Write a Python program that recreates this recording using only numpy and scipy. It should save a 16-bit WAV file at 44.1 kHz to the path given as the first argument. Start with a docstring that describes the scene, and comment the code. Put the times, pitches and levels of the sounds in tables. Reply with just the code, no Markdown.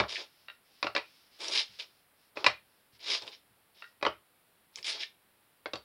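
"""A few hard clacks: cast resin pieces are set down on a laminated table in a small room and rock to rest.
Each contact rings the piece, the tabletop and its frame. A hand pushes other pieces in short strokes
(stick-slip friction), ticks against them and lays them aside, where they clink faintly.
A sleeve rustles in between, over the hiss of a small microphone."""
import sys
import numpy as np
from scipy import signal
from scipy.fft import rfft, irfft
from scipy.io import wavfile

SR = 44100
rng = np.random.default_rng(int(sys.argv[2]) if len(sys.argv) > 2 else 0)


def generate_wav(sig):
    """Save sig (samples, or channels by samples) to the path in sys.argv[1] as 16-bit PCM at SR."""
    pcm = np.round(np.clip(np.atleast_2d(sig).T, -1, 1) * 32767).astype(np.int16)
    wavfile.write(sys.argv[1], SR, pcm)


N = 257764
TIME_S = np.arange(N) / SR
AGE_S = TIME_S[:round(.36 * SR)]  # time axis of one event

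# Modes of a resin piece. Each row: frequency in Hz, level in dB, t60 in seconds.
PIECE_MODES = [(1824, -10.5, 0.051), (2183, -6.5, .012), (2417, 0, .015), (2510, -4, 0.042),
               (2820, -15, .025), (3160, -6, .018), (3440, -13, .014), (3996, -6.5, 0.03),
               (4425, -5, 0.016), (4800, -8, 0.025), (5120, -10, 0.018)]
# Spectra of a contact's crack and the tabletop's rumble. Each row: frequency in Hz, level in dB.
CRACK_SPECTRUM = [(200, -25.5), (700, -8.5), (1200, -6), (2300, -0.5), (3300, -1), (5200, -1.5),
                  (10000, -8.5), (16000, -11.5)]
RUMBLE_SPECTRUM = [(60, -32), (240, -14), (340, 2.5), (600, -3), (1100, -4), (2000, -16), (5000, -36.5)]


def from_db(db):
    """Decibels to gain."""
    return 10 ** (np.asarray(db) / 20)


def unit_rms(x):
    """Scale to rms 1."""
    return x / np.sqrt(np.mean(x ** 2) + 1e-20)


def unit_blow(x):
    """Scale to the energy of 4 ms at rms 1."""
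    return x / np.sqrt(np.sum(x ** 2) / (.004 * SR))


def at_hz(points, hz):
    """Interpolate a table over log frequency."""
    points_hz, values = np.transpose(points)
    return np.interp(np.log(np.maximum(hz, 1)), np.log(points_hz), values)


def colour(x, spectrum, size=4096):
    """Minimum-phase filter with the given spectrum."""
    gain = from_db(at_hz(spectrum, np.arange(size // 2 + 1) * SR / size))
    cepstrum = irfft(np.log(gain))
    cepstrum[1:size // 2] *= 2
    cepstrum[size // 2 + 1:] = 0
    response = irfft(np.exp(rfft(cepstrum)))
    return signal.fftconvolve(x, response)[:len(x)]


def resonance(x, hz, width_hz):
    """One broad peak that favours nearby modes."""
    return signal.lfilter(*signal.iirpeak(hz, hz / width_hz, fs=SR), x)


def add(out, start_s, sound):
    """Mix a sound in at start_s."""
    at = max(round(start_s * SR), 0)
    out[at:at + len(sound)] += sound[:N - at]


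def burst(t60_s):
    """Many close modes die together as a puff of noise."""
    return rng.standard_normal(len(AGE_S)) * from_db(-60 * AGE_S / t60_s)


def ring(modes, pitch=1, spot_spread_db=2, travel_at_1khz_s=.0007):
    """Struck modes vary with the spot hit; bending waves bring the high ones first."""
    hz, db, t60_s = np.transpose(modes)[:, :, None]
    age_s = np.maximum(AGE_S - travel_at_1khz_s * np.sqrt(1000 / hz), 0)
    spot_db = spot_spread_db * rng.standard_normal(hz.shape)
    decay = from_db(db + spot_db - 60 * age_s / t60_s)
    return unit_blow(np.sum(decay * np.sin(2 * np.pi * hz * pitch * age_s), axis=0))


def clacks(crack_db=-3, knock_db=-4, frame_db=-22.5):
    """A piece lands and rocks; each contact rings piece and tabletop, strong modes over many weak ones."""
    # Each row: start in seconds, level in dB, tabletop share in dB, knock centre in Hz,
    # contact low-pass in Hz, pitch factor of the piece.
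    contacts = [(.0003, -19.5, -0.5, 780, 5200, 0.91), (.005, -26, 4.5, 850, 3500, 0.95),
                (0.0372, -35, 3.5, 894, 3020, 0.71), (0.8277, -23, -3.5, 1100, 5000, .97),
                (.843, -32, 5.5, 450, 3900, 1.07), (.868, -28.5, 2, 1100, 4400, 1.11),
                (0.9503, -26, -3.5, 720, 4900, 1.06), (0.963, -19.5, -8.5, 1250, 4170, 0.96),
                (.9785, -27.5, -3.5, 500, 3900, 1.08), (2.371, -31.5, 1, 597, 3950, 1),
                (2.4433, -21.5, -3.5, 1160, 5870, 1.05), (2.4636, -15.5, -15, 1200, 8000, 1.11),
                (2.4647, -11.5, -5, 1210, 3500, .965), (4.012, -49.5, 1, 800, 4000, 1),
                (4.0265, -26.5, 2.5, 700, 4200, .97), (4.0504, -24, 2.5, 890, 3800, 0.81),
                (4.0644, -20.5, 2.5, 770, 3150, 1.21), (5.658, -31, 0, 650, 3540, 0.87),
                (5.734, -29, 0, 500, 4600, 1.5), (5.756, -33.5, -3.5, 420, 4300, 1.82)]
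    # Each row: frequency in Hz, level in dB, t60 in seconds.
    tabletop_modes = [(345, -3.5, .06), (425.7, -6.5, .06), (615, -1, 0.03), (690, -3, .022),
                      (836, -2, .02), (1161, 0.5, .025), (1272, -4.5, .03), (1644, -5.5, .016)]
    bass_cut = signal.butter(3, 300, "high", fs=SR, output="sos")  # thin plates radiate little bass
    out = np.zeros(N)
    for start_s, db, table_db, knock_hz, contact_hz, pitch in contacts:
        piece = ring(PIECE_MODES, pitch)
        piece += from_db(crack_db) * unit_blow(colour(burst(t60_s=.028), CRACK_SPECTRUM))
        top = ring(tabletop_modes)
        top += from_db(knock_db) * unit_blow(colour(burst(t60_s=.047), RUMBLE_SPECTRUM))
        top = resonance(top, knock_hz, width_hz=900)  # each spot favours other modes
        blow = chatter(unit_blow(piece) + from_db(table_db) * unit_blow(top))
        blow = signal.sosfilt(bass_cut, blow)
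        softness = signal.butter(2, contact_hz, fs=SR, output="sos")  # a longer contact is duller
        frame = from_db(frame_db + 2.4 * table_db) * thump()  # a flatter landing shakes the frame more
        add(out, start_s, from_db(db) * (signal.sosfilt(softness, blow) + frame))
    return out


def chatter(blow, bounce_db=-16, within_s=.017, count=4):
    """An uneven underside touches again a few times, ever more weakly."""
    touches = np.zeros(len(AGE_S))
    touches[0] = 1
    for lateness in rng.uniform(.15, 1, count):
        touches[round(lateness * within_s * SR)] += from_db(bounce_db) * (1 - lateness / 2)
    return signal.fftconvolve(blow, touches)[:len(AGE_S)]


def thump(rise_s=.015):
    """The heavy table frame takes a moment to swing."""
    # Each row: frequency in Hz, level in dB, t60 in seconds.
    frame_modes = [(71, -5, .22), (111, 1.5, .14), (138, 2.5, 0.06), (195, -2.5, 0.14)]
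    return unit_blow(ring(frame_modes) * (1 - np.exp(-AGE_S / rise_s)))


def bumps():
    """The hand or a piece settles its weight, moving only the table's lowest modes."""
    # Each row: start in seconds, level in dB.
    settlings = [(.003, -26.5), (1.692, -54), (2.471, -36), (2.931, -55), (3.226, -53.5), (3.507, -57),
                 (4.784, -57), (5.742, -41)]
    out = np.zeros(N)
    for start_s, db in settlings:
        add(out, start_s, from_db(db) * thump(rise_s=.0044))
    return out


def slips(per_s, spread_db):
    """Tiny slips of uneven size at random moments."""
    sizes = from_db(spread_db * np.minimum(rng.exponential(1, N), 4))
    signs = rng.choice([-1, 1], N)
    return unit_rms(sizes * signs * (rng.random(N) < per_s / SR))


def drags(breakaway_s=.007, rise_db_per_s=246, fall_db_per_s=430):
    """Resin slipping on laminate hisses, rings the piece and shakes the top; dust adds fine grit."""
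    # Each row: start, run-up and hold in seconds, then friction level, rumble level and grit trim in dB.
    strokes = [(0.079, 0.013, .06, -39.5, -53.5, -19.5), (0.171, 0.0077, 0.029, -40.5, -49, -22.5),
               (1.388, 0.035, 0.13, -39.5, -47.5, -15.5), (1.518, 0.042, 0.042, -29.5, -51.5, -20.5),
               (1.786, 0.0086, 0.0073, -37.5, -51.5, -20.5), (2.355, .006, 0.062, -51.5, -47, -22.5),
               (2.989, .11, 0.056, -31, -46.5, -21), (3.213, 0.0059, .012, -50, -49.5, -18.5),
               (3.258, 0.0052, .009, -50.5, -51, -16), (3.312, 0.022, .009, -50, -67, -28),
               (3.742, 0.016, 0.059, -60.5, -76, -38), (4.765, 0.007, 0.0092, -54, -53.5, -5),
               (4.837, 0.043, 0.024, -32, -55, -15.5), (4.905, 0.0073, 0.065, -45.5, -55, -25),
               (4.987, 0.029, 0.0041, -37, -57, -21.5)]
    # Each row: frequency in Hz, level in dB.
    friction_spectrum = [(200, -47.5), (900, -9), (1800, -7.5), (2500, -3), (3900, 3.5), (5400, -1.5),
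                         (8000, -12.5), (16000, -36.5)]
    grit_spectrum = [(2000, -36.5), (5000, -16), (7000, 8.5), (9800, 3), (11000, -1.5), (16000, -3)]
    grain = slips(per_s=3500, spread_db=2.7)
    body = unit_rms(signal.fftconvolve(grain, ring(PIECE_MODES))[:N])
    rub = from_db(-1) * unit_rms(colour(grain + from_db(-12) * body, friction_spectrum))
    grit = from_db(12) * unit_rms(colour(grain, grit_spectrum))
    rumble = unit_rms(colour(slips(per_s=4100, spread_db=1.5), RUMBLE_SPECTRUM))
    out = np.zeros(N)
    for start_s, run_up_s, hold_s, friction_db, rumble_db, grit_trim_db in strokes:
        active = (TIME_S >= start_s) & (TIME_S < start_s + AGE_S[-1])
        age_s = TIME_S[active] - start_s
        speed_db = -rise_db_per_s * np.maximum(run_up_s - age_s, 0)
        speed_db -= fall_db_per_s * np.maximum(age_s - run_up_s - hold_s, 0)
        hiss = from_db(friction_db + speed_db) * (rub[active] + from_db(grit_trim_db) * grit[active])
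        shake = from_db(rumble_db + speed_db) * rumble[active]
        out[active] += (1 - np.exp(-age_s / breakaway_s)) * (hiss + shake)
    return out * uneven_grip()


def uneven_grip(spread_db=1.8, step_s=.005):
    """The laminate's grip changes from spot to spot."""
    spots_s = np.arange(0, N / SR, step_s)
    return from_db(spread_db * np.interp(TIME_S, spots_s, rng.standard_normal(len(spots_s))))


def ticks(ring_db=-3):
    """Nails and edges catch on a piece; the fingers damp it to a short snap."""
    # Each row: start in seconds, level in dB, centre in Hz.
    catches = [(0.157, -32.5, 2430), (0.166, -32, 2600), (1.456, -45, 4900), (1.4827, -30, 6400),
               (1.575, -23.5, 4370), (1.798, -36, 3800), (1.803, -35, 3400), (3.2215, -40.5, 4200),
               (3.277, -37.5, 3300), (4.7577, -33.5, 6200), (4.775, -48, 2900), (4.785, -43.5, 3040),
               (4.828, -41, 5140), (4.8446, -36, 3570), (5.027, -35.5, 2880), (5.033, -31, 2770)]
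    out = np.zeros(N)
    for start_s, db, centre_hz in catches:
        crack = colour(burst(t60_s=.0097), CRACK_SPECTRUM)
        body = signal.fftconvolve(crack, ring(PIECE_MODES))[:len(AGE_S)]
        snap = unit_blow(crack) + from_db(ring_db) * unit_blow(body)
        add(out, start_s, from_db(db) * unit_blow(resonance(snap, centre_hz, width_hz=1300)))
    return out


def sleeve(speed_exponent=.98):
    """Cloth brushes along as the arm moves; each reach swells and fades in one arch."""
    # Each row: start in seconds, length in seconds, level in dB.
    reaches = [(0.197, 0.41, -67.5), (0.61, 0.36, -65), (0.91, 0.46, -64), (1.303, 0.13, -61.5),
               (1.662, .17, -57), (1.798, .28, -71), (2.147, 0.17, -71), (2.59, 0.33, -75.5),
               (2.918, 0.071, -64.5), (3.381, 0.28, -88), (3.753, .19, -66), (4.724, 0.11, -60.5),
               (5.03, 0.17, -91)]
    # Each row: frequency in Hz, level in dB.
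    cloth_spectrum = [(200, -21), (1200, -10.5), (2700, -3), (3900, -2.5), (5200, -0.5), (6500, -7),
                      (9000, -11), (15000, -18.5)]
    fibres = slips(per_s=9000, spread_db=2.5)
    envelope = np.zeros(N)
    for start_s, length_s, db in reaches:
        speed = np.abs(np.sin(np.linspace(0, np.pi, round(length_s * SR))))
        add(envelope, start_s, from_db(db) * speed ** speed_exponent)
    return envelope * unit_rms(colour(fibres, cloth_spectrum))


def clinks(touch_db=-15, contact_hz=4800):
    """A piece laid aside meets the pile with one edge, then the other; each favours other modes."""
    # Each row: start in seconds, level in dB, centre in Hz,
    # t60 in seconds of the added damping by fingers and neighbours.
    edge_contacts = [(.4834, -39.5, 1700, .11), (0.4992, -40.5, 2150, 0.13), (3.8221, -39.5, 1480, .08),
                     (3.8409, -43, 1900, 2.1)]
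    # Each row: frequency in Hz, level in dB, t60 in seconds.
    pile_modes = [(606, -11, 0.28), (1423, -1.5, 0.072), (1576, -8, 0.074), (1835, -1, 0.039),
                  (1900, -17, 0.46), (2760, 0.5, .044), (2700, -21, .16), (3840, -1.5, 0.03),
                  (4400, -9, .06)]
    out = np.zeros(N)
    for start_s, db, centre_hz, damping_t60_s in edge_contacts:
        touch = from_db(touch_db) * unit_blow(colour(burst(t60_s=.025), CRACK_SPECTRUM))
        damped = ring(pile_modes) * from_db(-60 * AGE_S / damping_t60_s)
        clink = resonance(damped + touch, centre_hz, width_hz=1500)
        add(out, start_s, from_db(db) * unit_blow(clink))
    softness = signal.butter(4, contact_hz, fs=SR, output="sos")
    return signal.sosfilt(softness, out + 1e-18)


def room(x, early_db=-9, tail_db=-9, build_s=.0013, echoes_per_s=2500, first_echo_s=.0015):
    """Boxes on the table throw back early echoes; the walls add a short tail."""
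    # Each row: frequency in Hz, t60 in seconds.
    decay_times = [(100, .34), (500, 0.14), (2000, 0.22), (5000, 0.22), (10000, 0.019)]
    # Each row: frequency in Hz, gain in dB.
    room_spectrum = [(60, -9), (130, -11), (250, -13.5), (450, 0), (1000, -1.5), (2400, -5.5), (5000, -4),
                     (7000, -1), (14000, 8)]
    edges_hz = np.geomspace(45, 16000, 10)
    tail = np.zeros(len(AGE_S))
    for low_hz, high_hz in zip(edges_hz, edges_hz[1:]):
        band = signal.butter(2, [low_hz, high_hz], "band", fs=SR, output="sos")
        t60_s = at_hz(decay_times, np.sqrt(low_hz * high_hz))
        tail += signal.sosfilt(band, burst(t60_s))
    tail *= 1 - np.exp(-AGE_S / build_s)
    early = burst(t60_s=.09) * (rng.random(len(AGE_S)) < echoes_per_s / SR) * (AGE_S > first_echo_s)
    response = from_db(early_db) * early / np.linalg.norm(early)
    response += from_db(tail_db) * tail / np.linalg.norm(tail)
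    return signal.fftconvolve(x, colour(response, room_spectrum))[:N]


def scene(pile_send_db=2, wall_count=3):
    """Mono mix: the handling is close; the pile lies further out and gets more room."""
    handling = ticks() + drags() + bumps()
    pile = clinks()
    # A clack sends a different mix of modes towards each wall.
    clack_echoes = sum(room(clacks()) for _ in range(wall_count)) / np.sqrt(wall_count)
    direct = clacks() + handling + pile
    other_echoes = room(handling + from_db(pile_send_db) * pile)
    return (direct + clack_echoes + other_echoes + sleeve())[None]


def record(dry, hiss_db=-68, cutoff_hz=15850):
    """The microphone dulls the treble and adds its own hiss; the top is cut steeply."""
    # Each row: frequency in Hz, level in dB.
    microphone_response = [(30, -18), (100, -5), (5450, 0.5), (6150, -9), (7500, -12), (10400, -10.5),
                           (11400, -30.5), (16000, -39.5)]
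    hiss_spectrum = [(25, -10.5), (50, -6.5), (100, 0), (170, -0.5), (700, -1.23), (1500, -2.5), (3000, -6),
                     (4000, -8), (5400, -13.5), (6200, -20.5), (7500, -16), (10000, -7.5), (15000, -10)]
    hiss = from_db(hiss_db) * unit_rms(colour(rng.standard_normal(N), hiss_spectrum))
    heard = colour(dry[0], microphone_response) + hiss
    top_cut = signal.ellip(12, .1, 80, cutoff_hz, fs=SR, output="sos")
    return signal.sosfilt(top_cut, heard)[None]


dry = scene()
out = record(dry)
generate_wav(out)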